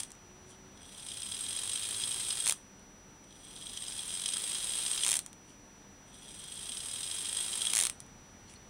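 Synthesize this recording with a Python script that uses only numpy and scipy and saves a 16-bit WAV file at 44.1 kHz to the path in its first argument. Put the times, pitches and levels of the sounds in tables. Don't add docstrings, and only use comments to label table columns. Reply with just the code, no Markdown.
import sys
import numpy as np
from scipy import signal
from scipy.fft import rfft, irfft
from scipy.io import wavfile
from scipy.ndimage import uniform_filter1d

SR = 44100
rng = np.random.default_rng(int(sys.argv[2]) if len(sys.argv) > 2 else 0)


def ratio(d):
    e = np.asarray(d, float) / 20
    return 10 ** e


def file_out(sig):
    cols = np.atleast_2d(sig).T
    lim = np.clip(cols, -1, 1)
    pcm = np.round(lim * 32767).astype(np.int16)
    wavfile.write(sys.argv[1], SR, pcm)


N = 383229

# freq_hz, density_db_per_hz
ROOM_SPECTRUM = [(18, -34), (30, 2.5), (91, -17.5), (113, -6), (191, -3.5), (303, -4.5), (345, -11.5),
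                 (402, -10), (649, -13.5), (843, -14), (920, -18), (1730, -21.5), (5500, -32), (7150, -47),
                 (12100, -120)]
# time_s, swell_db
TRAFFIC_SWELL = [
    (0, 6.5),
    (1, 9),
    (2.6, 1),
    (3.3, -7),
    (3.7, 9),
    (4.4, 4),
    (5.4, -5),
    (6.1, 6),
    (8, 9),
    (8.69, 11),
]
# time_s, pitch_hz, level_db
FAR_MOTOR = [
    [(0.22, 94, -63), (0.416, 94, -81), (0.618, 113, -75), (0.78, 103.7, -72)],
    [(1.1, 90, -73), (1.172, 95.6, -71), (1.53, 97.4, -67), (1.808, 97.7, -62), (2.17, 109.8, -62),
     (2.4, 110, -68)],
]
# time_s, pitch_hz, level_db
FAR_WHINE = [
    (0.22, 341, -74),
    (0.324, 361.5, -64),
    (0.574, 377, -64.5),
    (0.78, 377, -69),
]
# pitch_hz, level_db
HUM = [(48.4, -71.5), (91.5, -71), (140.0, -73.5), (199.2, -69.5), (231.5, -81.5), (371.4, -75),
       (899.0, -76)]
ROOM_DB, TRAFFIC_MIDDLE_SHARE = -58, 0.17

# release_s, top_turns_per_s, rise_s
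RELEASES = [
    (.68, 60, .85),
    (3.17, 79, 1.56),
    (5.91, 69, 1.52),
]
# stop_s, rattle_at_reference_speed_db
STOPS = [
    (0.002, -31),
    (2.526, -34.5),
    (5.172, -34.5),
    (7.872, -34),
]
TAKE_UP = [
    0,
    .74,
    3.23,
    6.07,
]
# time_s, peak_db, plate_share_db
FIRST_TEETH = [(0.7731, -47, -1), (0.7894, -55, -9), (0.843, -49, -7), (0.8664, -54, -13),
               (3.2394, -45, -9), (3.3059, -50, -1), (3.3243, -45, -6), (6.0774, -52, -17),
               (6.125, -55, -9), (0.8167, -46, -4), (0.83, -41, -9), (0.885, -52, -12), (0.9447, -45, -5),
               (3.4079, -44, -17), (3.452, -42, -19), (6.2104, -45, -12), (6.282, -41, -8),
               (6.3575, -39, -18), (6.4209, -48, -19), (6.4443, -45, -19), (6.484, -50, -5)]
# time_s, peak_db, plate_share_db
KNOCKS_1 = [(0.9204, -55, -15), (0.9951, -32, -10), (1.0853, -30, -6), (1.116, -27, -7),
            (1.2188, -25.5, -5.5), (1.319, -24, -8), (1.345, -25, -15), (1.407, -17, -20),
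            (1.487, -19.5, -12.5), (1.564, -19, -27), (1.5884, -19.5, -10.5), (1.6939, -19.5, -10),
            (1.7323, -19, -13), (1.757, -19.5, -9.5), (1.9647, -23, -14), (2.0773, -19, -31),
            (2.1149, -23, -7.5), (2.2896, -18, -24), (2.326, -19, -25), (2.401, -17, -29)]
# time_s, peak_db, plate_share_db
KNOCKS_2 = [(3.4822, -43, -7), (3.573, -45, 3), (3.623, -37, -5), (3.667, -37, 1), (3.821, -25, -9),
            (3.8812, -23.5, -8), (3.9913, -25, -4.5), (4.0928, -22, -18), (4.1392, -21, -19),
            (4.2253, -32, -18), (4.2584, -16, -6.5), (4.2873, -20.5, -4), (4.3354, -19.5, -9),
            (4.3673, -18.5, -11), (4.4637, -29, -8), (4.4949, -21, -9), (4.6416, -17, -19),
            (4.6924, -22, -32), (4.7578, -21, -19), (4.862, -22, -3.5), (4.9097, -23, -8),
            (4.9307, -23, -5), (5.034, -15.5, -5.5)]
# time_s, peak_db, plate_share_db
KNOCKS_3 = [(6.258, -47, -18), (6.3066, -35, -18), (6.57, -33, -10), (6.6125, -27, -22),
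            (6.6934, -21.5, -18), (6.7696, -27.5, -2.5), (6.913, -23.5, -13), (6.9623, -30, -21),
            (7.011, -35, -21), (7.1116, -24.5, -4.5), (7.1467, -21, -30), (7.254, -25, -3.5),
            (7.2923, -26, -5), (7.3687, -21.5, -7), (7.403, -16.5, -34), (7.5782, -19, -23),
            (7.6172, -14, -10.5), (7.6508, -19, -6), (7.669, -17.5, -4), (7.7005, -19, -28)]
# freq_hz, width_hz, level_db
ARBOR = [(8395, 115, 2), (9010, 230, -10), (9945, 45, -14), (10500, 220, -11), (7640, 300, -22)]
# freq_hz, width_hz, level_db
PLATE = [(3010, 15, -22), (3269, 163, 2.5), (3710, 110, -0.5), (3920, 300, -3), (4293, 170, -11),
         (5020, 184, -3.5), (5270, 140, -10), (5860, 520, -9), (2417, 150, -18.5)]
# freq_hz, width_hz, level_db
BENCH = [(379, 93, 11), (567, 150, 5), (900, 67, -13.5), (1257, 40, -21)]
# freq_hz, width_hz, level_db
PIVOT = [(12850, 180, -1), (12900, 2400, -1), (14300, 500, -4), (15400, 500, -1)]
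# freq_hz, level_db
CRACK = [(300, -12), (500, -6), (1000, -0.5), (2000, -0.5), (4000, 2), (6500, -0.5), (9500, 8),
         (11500, 4.5), (13000, -16), (18000, -16.5)]
PINION_LEAVES, REFERENCE_TURNS_PER_S, TAKE_UP_S = 8, 60, .03
RATTLE_DB_PER_DECADE, QUIET_BELOW_TURNS_PER_S = 20, 9.2
PLATE_SHARE_DB, BRAKE_PLATE_LOSS_DB = -4, 1.5
STOP_DROP_DB, STOP_DROP_S, STOP_FALL_DB_PER_S = 11, 0.0044, 234
KNOCK_TURNS, KNOCK_JITTER_S = 2.0, .006
KNOCK_DB, KNOCK_SPREAD_DB, KNOCK_PLATE_DB, KNOCK_PLATE_SPREAD_DB = 7, 5, -12, 10

# time_s, peak_db
BRAKE_1 = [
    (2.46, -17.5),
    (2.4684, -19),
    (2.477, -14),
    (2.487, -16),
    (2.4963, -10.5),
    (2.5087, -15),
    (2.5233, -14.5),
]
# time_s, peak_db
BRAKE_2 = [(5.0484, -15), (5.0645, -15.5), (5.0738, -18), (5.0805, -17), (5.0903, -15), (5.0987, -19),
           (5.1093, -15), (5.1174, -14), (5.1296, -18), (5.1403, -14.5), (5.1547, -16.5), (5.1686, -15),
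           (5.191, -17.5)]
# time_s, peak_db
BRAKE_3 = [(7.7354, -14.5), (7.752, -13.5), (7.7614, -12.5), (7.7698, -13), (7.78, -17), (7.7893, -11),
           (7.8008, -14), (7.8112, -13.5), (7.8246, -17), (7.8365, -14), (7.8524, -16), (7.869, -15.5),
           (7.8981, -20.5)]
# time_s, peak_db, low_share_db
TOUCHES = [(0.0043, -22.5, -33), (0.0333, -23.5, -28), (0.1053, -39, -10), (0.118, -35, -15),
           (0.1521, -50, -4), (2.7946, -51, -8), (5.1954, -36, -4), (5.2626, -28.5, -12),
           (5.33, -36.5, -13.5), (8.0035, -30, -15), (8.0643, -48, -6), (8.497, -52, 6), (8.5386, -44, 6)]
# freq_hz, width_hz, level_db
VANE = [(1050, 970, -14), (1620, 2400, -23), (2030, 870, -9), (4300, 190, 4), (4610, 710, -0.5),
        (5650, 670, 0.5), (7340, 210, -8), (9060, 100, 9), (10740, 2300, 1), (14400, 3300, -9)]
# freq_hz, width_hz, level_db
SNAP = [(9250, 1360, 6), (4570, 2900, -0.5), (14000, 4300, 3.5), (1280, 1160, -5)]
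HARD_BLOW_DB, HARD_BLOW_LOW_DB, SOFT_LOW_DB_PER_DB = -11, -9, 0.85

# loudest_s, hiss_db, plate_share_db
SLIDES = [
    (0.508, -58, -5.5),
    (5.498, -64, 1),
    (8.508, -60, 0.5),
]
SLIDE_RISE_DB_PER_S, SLIDE_FALL_DB_PER_S = 330, 270
# time_s, length_s, pitch_hz, level_db
SQUEAKS = [
    (0.53, 0.037, 3150, -66),
    (8.487, .008, 4400, -66),
    (8.564, 0.013, 4330, -61),
]

# freq_hz, level_db
HISS = [(1000, -6), (10500, -1.5), (12500, 4.5), (20000, 2)]
# freq_hz, gain_db
MICROPHONE = [(30, 0), (10200, 1), (11000, -2.5), (11500, -9), (12100, -10), (12700, -11), (14000, -11),
              (20000, -12)]
HISS_DB, WHINE_DB, WHINE_HZ, TOP_CUT_HZ = -66.5, -61.5, 5880, 15780


def rms_one(x):
    return x / np.sqrt(np.mean(x ** 2) + 1e-20)


def in_time(tables, column):
    t, out = np.arange(N) / SR, np.full(N, -120.)
    for rows in tables:
        rows = np.array(rows)
        inside = (t >= rows[0, 0]) & (t <= rows[-1, 0])
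        out[inside] = np.interp(t[inside], rows[:, 0], rows[:, column])
    return out


def colour(x, spectrum, size=4096):
    hz = np.maximum(np.arange(size // 2 + 1) * SR / size, 1)
    points = np.array(spectrum)
    gain_db = np.interp(np.log(hz), np.log(points[:, 0]), points[:, 1])
    cepstrum = irfft(np.log(ratio(gain_db)))
    cepstrum[1:size // 2] *= 2
    cepstrum[size // 2 + 1:] = 0
    response = irfft(np.exp(rfft(cepstrum)))
    return signal.fftconvolve(x, response)[:N]


def resonance(x, hz, width_hz):
    r = np.exp(-np.pi * width_hz / SR)
    zeros = np.array([1, 0, -1]) * (1 - r * r) / 2
    poles = [1, -2 * r * np.cos(2 * np.pi * hz / SR), r * r]
    return signal.lfilter(zeros, poles, x + 1e-18)


def mode_rings(x, modes):
    return [(-1) ** k * ratio(db) * resonance(x, hz, width_hz) for k, (hz, width_hz, db) in enumerate(modes)]


def body(x, modes):
    return sum(mode_rings(x, modes))


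def drift(rate_hz):
    r = np.exp(-2 * np.pi * rate_hz / SR)
    return rms_one(signal.lfilter([1], [1, -2 * r, r * r], rng.standard_normal(N + SR))[SR:])


def contacts(per_s, spread_db, lump_db, teeth=0):
    size_db = spread_db * np.minimum(rng.exponential(1, N), 2.5)
    sizes = ratio(size_db) * rng.choice([-1, 1], N)
    hits = (rng.random(N) < per_s / SR) + teeth
    return rms_one(sizes * hits * ratio(lump_db * drift(80)))


def bursts(times_s, levels_db, length_s, rise_s=.00002):
    out, size = np.zeros(N + 400), 300
    decay = np.exp(-np.arange(size) / (length_s * SR))
    rise = 1 - np.exp(-(np.arange(size) + 1) / (rise_s * SR))
    shapes = rng.choice([-1, 1], (len(times_s), size)) * decay * rise
    for s, db, shape in zip(times_s, levels_db, shapes):
        at = round(s * SR)
        out[at:at + size] += ratio(db) * shape
    return out[:N]


def far_line(tables):
    phase = 2 * np.pi * np.cumsum(np.maximum(in_time(tables, 1), 0)) / SR
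    level = uniform_filter1d(ratio(in_time(tables, 2)), size=2000)
    return np.sqrt(2) * level * np.sin(phase)


def background():
    t, swell_db = np.arange(N) / SR, in_time([TRAFFIC_SWELL], 1)
    rumble = ratio(ROOM_DB - 1.0) * rms_one(colour(rng.standard_normal(N), ROOM_SPECTRUM, size=16384))
    middle = rms_one(resonance(rng.standard_normal(N), 680, 1600))
    middle = ratio(-64.5 + TRAFFIC_MIDDLE_SHARE * swell_db) * middle
    bass = rms_one(resonance(resonance(rng.standard_normal(N), 77, 70), 77, 70))
    bass = ratio(-73.5 + swell_db) * bass
    hum = 0
    for hz, db in HUM:
        level = ratio(db + 3 + 1.2 * drift(1.5))
        hum = hum + level * np.sin(2 * np.pi * hz * t + .8 * drift(1.2))
    return rumble + middle + bass + hum + far_line(FAR_MOTOR) + far_line([FAR_WHINE])


def fly_speed():
    t, out = np.arange(N) / SR, np.full(N, float(REFERENCE_TURNS_PER_S))
    for start_s, top, rise_s in RELEASES:
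        after = t >= start_s
        out[after] = top * np.tanh((t[after] - start_s) / rise_s)
    return out


def fly_turns():
    return np.cumsum(fly_speed()) / SR


def rattle_db():
    t, turns_per_s = np.arange(N) / SR, fly_speed()
    run = np.searchsorted(np.array(RELEASES)[:, 0], t, side="right")
    stop_s, level_db = np.array(STOPS)[run].T
    held_s = np.maximum(t - stop_s, 0)
    brake_s = np.array([0, BRAKE_1[0][0], BRAKE_2[0][0], BRAKE_3[0][0]])
    braked = t >= brake_s[run]
    bite = np.clip(1 + (t - np.array(TAKE_UP)[run]) / TAKE_UP_S, 0, 1)
    turns_per_s = turns_per_s * bite
    excess = turns_per_s ** 3 / (turns_per_s + QUIET_BELOW_TURNS_PER_S) ** 2
    arbor_db = level_db + RATTLE_DB_PER_DECADE * np.log10(excess / REFERENCE_TURNS_PER_S + 1e-4)
    arbor_db = arbor_db - STOP_DROP_DB * (1 - np.exp(-held_s / STOP_DROP_S)) - STOP_FALL_DB_PER_S * held_s
    plate_db = arbor_db + PLATE_SHARE_DB - BRAKE_PLATE_LOSS_DB * braked
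    return arbor_db, plate_db, braked


def worn_tooth_knocks(turn, arbor_db):
    hard = np.array(FIRST_TEETH + KNOCKS_1 + KNOCKS_2 + KNOCKS_3)
    at = np.flatnonzero(np.diff(np.floor(turn / KNOCK_TURNS)))
    chance = np.clip(rng.standard_normal((400, 3)), -2, 1.5)[:len(at)]
    s = np.clip(at / SR + KNOCK_JITTER_S * chance[:, 0], 0, None)
    peak_db = arbor_db[at] + KNOCK_DB + KNOCK_SPREAD_DB * chance[:, 1]
    share_db = KNOCK_PLATE_DB + KNOCK_PLATE_SPREAD_DB * chance[:, 2]
    near_hard = np.abs(s[:, None] - hard[:, 0]).min(axis=1) < .015
    peak_db[near_hard] = -120
    steady = np.c_[s, peak_db, share_db]
    return np.r_[hard, steady[s < N / SR]].T


def train():
    arbor_db, plate_db, braked = rattle_db()
    turn = fly_turns()
    teeth = 2.22 * np.diff(np.floor(PINION_LEAVES * turn), prepend=0)
    beat = ratio(2.5 * np.cos(2 * np.pi * turn) + 3.0 * np.cos(4 * np.pi * turn + 1.2))
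    shared = beat * contacts(2600, spread_db=3.5, lump_db=1.3, teeth=teeth)
    arbor_own = 1.24 * beat * contacts(1600, spread_db=3.0, lump_db=1.5)
    arbor = rms_one(body(shared + arbor_own, ARBOR))
    plate_own = 1.76 * beat * contacts(1400, spread_db=6.0, lump_db=2.5)
    plate = rms_one(body(shared + plate_own, PLATE))
    crackle = rms_one(colour(shared + 0.58 * rng.standard_normal(N), CRACK))
    bench = rms_one(body(shared + 3.0 * rng.standard_normal(N), BENCH))
    pivot = rms_one(body(0.47 * shared + rng.standard_normal(N), PIVOT))

    slow = np.exp(-np.gradient(turn) * SR / 14)
    drop = slow * rms_one(resonance(contacts(150, spread_db=4.5, lump_db=-2.5, teeth=teeth), 3350, 220))

    s, peak_db, share_db = worn_tooth_knocks(turn, arbor_db - 60 * braked)
    knock = body(bursts(s, peak_db + 7.5, 0.0046, rise_s=0.00014), ARBOR)
    knock = knock + body(bursts(s, peak_db + share_db + 20, 0.0017, rise_s=0.0012), PLATE)
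    knock = knock + colour(bursts(s, peak_db - 15, 0.00082), CRACK)

    rattle = ratio(arbor_db - 4.0) * arbor + ratio(plate_db - 1.5) * plate
    rattle = rattle + ratio(arbor_db - 5.5) * crackle + ratio(arbor_db - 8.5) * pivot
    return rattle + ratio(plate_db - 22.5) * bench + ratio(plate_db + 11) * drop + knock


def snaps():
    brake = [(s, db, HARD_BLOW_LOW_DB + SOFT_LOW_DB_PER_DB * (HARD_BLOW_DB - db))
             for s, db in BRAKE_1 + BRAKE_2 + BRAKE_3]
    s, peak_db, low_db = np.transpose(brake + TOUCHES)
    click = np.arange(400) == 0
    rings = np.array(mode_rings(click, VANE))
    low = np.array(VANE)[:, 0] < 3000
    strength_db = 1.67 * rng.standard_normal((len(s), len(VANE))) + np.outer(low_db + 18, low)
    blows = ratio(strength_db) @ rings + body(click, SNAP)
    blows = blows + ratio(-11) * np.roll(blows, 35, axis=1)
    vane = np.zeros(N + 400)
    for at, db, blow in zip(np.round(s * SR).astype(int), peak_db, blows):
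        vane[at:at + 400] += ratio(db + 6) * blow / np.abs(blow).max()

    shaken = bursts(s, peak_db, .0012)
    frame = ratio(-1.0) * body(shaken, ARBOR) + ratio(-1.5) * body(shaken, PLATE)
    frame = frame + ratio(-9.5) * colour(shaken, CRACK)
    frame = frame + colour(bursts(s, peak_db - 20, 0.000065), CRACK)
    frame = frame + ratio(-20) * body(shaken, PIVOT)
    return vane[:N] + frame


def room_tail(x, t60_s):
    tail = rng.standard_normal(SR // 2) * ratio(-60 * np.arange(SR // 2) / SR / t60_s)
    tail[:200] = 0
    tail = signal.lfilter([.6], [1, -.4], tail)
    return signal.fftconvolve(x, tail / np.linalg.norm(tail))[:N]


def slides():
    rub = rms_one(resonance(contacts(6000, spread_db=2.0, lump_db=-0.5), 8600, 2500))
    grit = contacts(300, spread_db=4.0, lump_db=3.0)
    plate = resonance(grit, 3100, 500) + 0.8 * resonance(grit, 4450, 300)
    plate = rms_one(plate + 0.47 * resonance(grit, 5400, 400))
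    t, out = np.arange(N) / SR, 0
    for s, hiss_db, share_db in SLIDES:
        loss_db = np.maximum(SLIDE_RISE_DB_PER_S * (s - t), SLIDE_FALL_DB_PER_S * (t - s))
        out = out + ratio(hiss_db - loss_db) * rub
        out = out + ratio(hiss_db + share_db - 0.5 - loss_db) * plate
    return out


def squeaks():
    t, out = np.arange(N) / SR, 0
    for s, length_s, hz, db in SQUEAKS:
        swell = np.exp(-((t - s) / length_s) ** 2)
        out = out + ratio(db) * swell * rms_one(resonance(rng.standard_normal(N), hz, 300))
    return out


def scene():
    movement = train() + snaps() + slides() + squeaks()
    return (movement + ratio(-13.5) * room_tail(movement, t60_s=0.13) + background())[None]


def roll_off(x):
    return signal.sosfilt(signal.butter(12, 16810, fs=SR, output="sos"), x)


def record(dry):
    hiss = ratio(HISS_DB) * colour(rng.standard_normal(N), HISS)
    x = colour(dry[0] + hiss, MICROPHONE)
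    for sharpness in (22, 35, 60):
        x = signal.lfilter(*signal.iirnotch(2 * WHINE_HZ, sharpness, fs=SR), x)
    x = x + np.sqrt(2) * ratio(WHINE_DB) * np.sin(2 * np.pi * WHINE_HZ * np.arange(N) / SR)
    x = signal.sosfilt(signal.ellip(12, .5, 55, TOP_CUT_HZ, fs=SR, output="sos"), x)
    return roll_off(x[None])


dry = scene()
out = record(dry)
file_out(out)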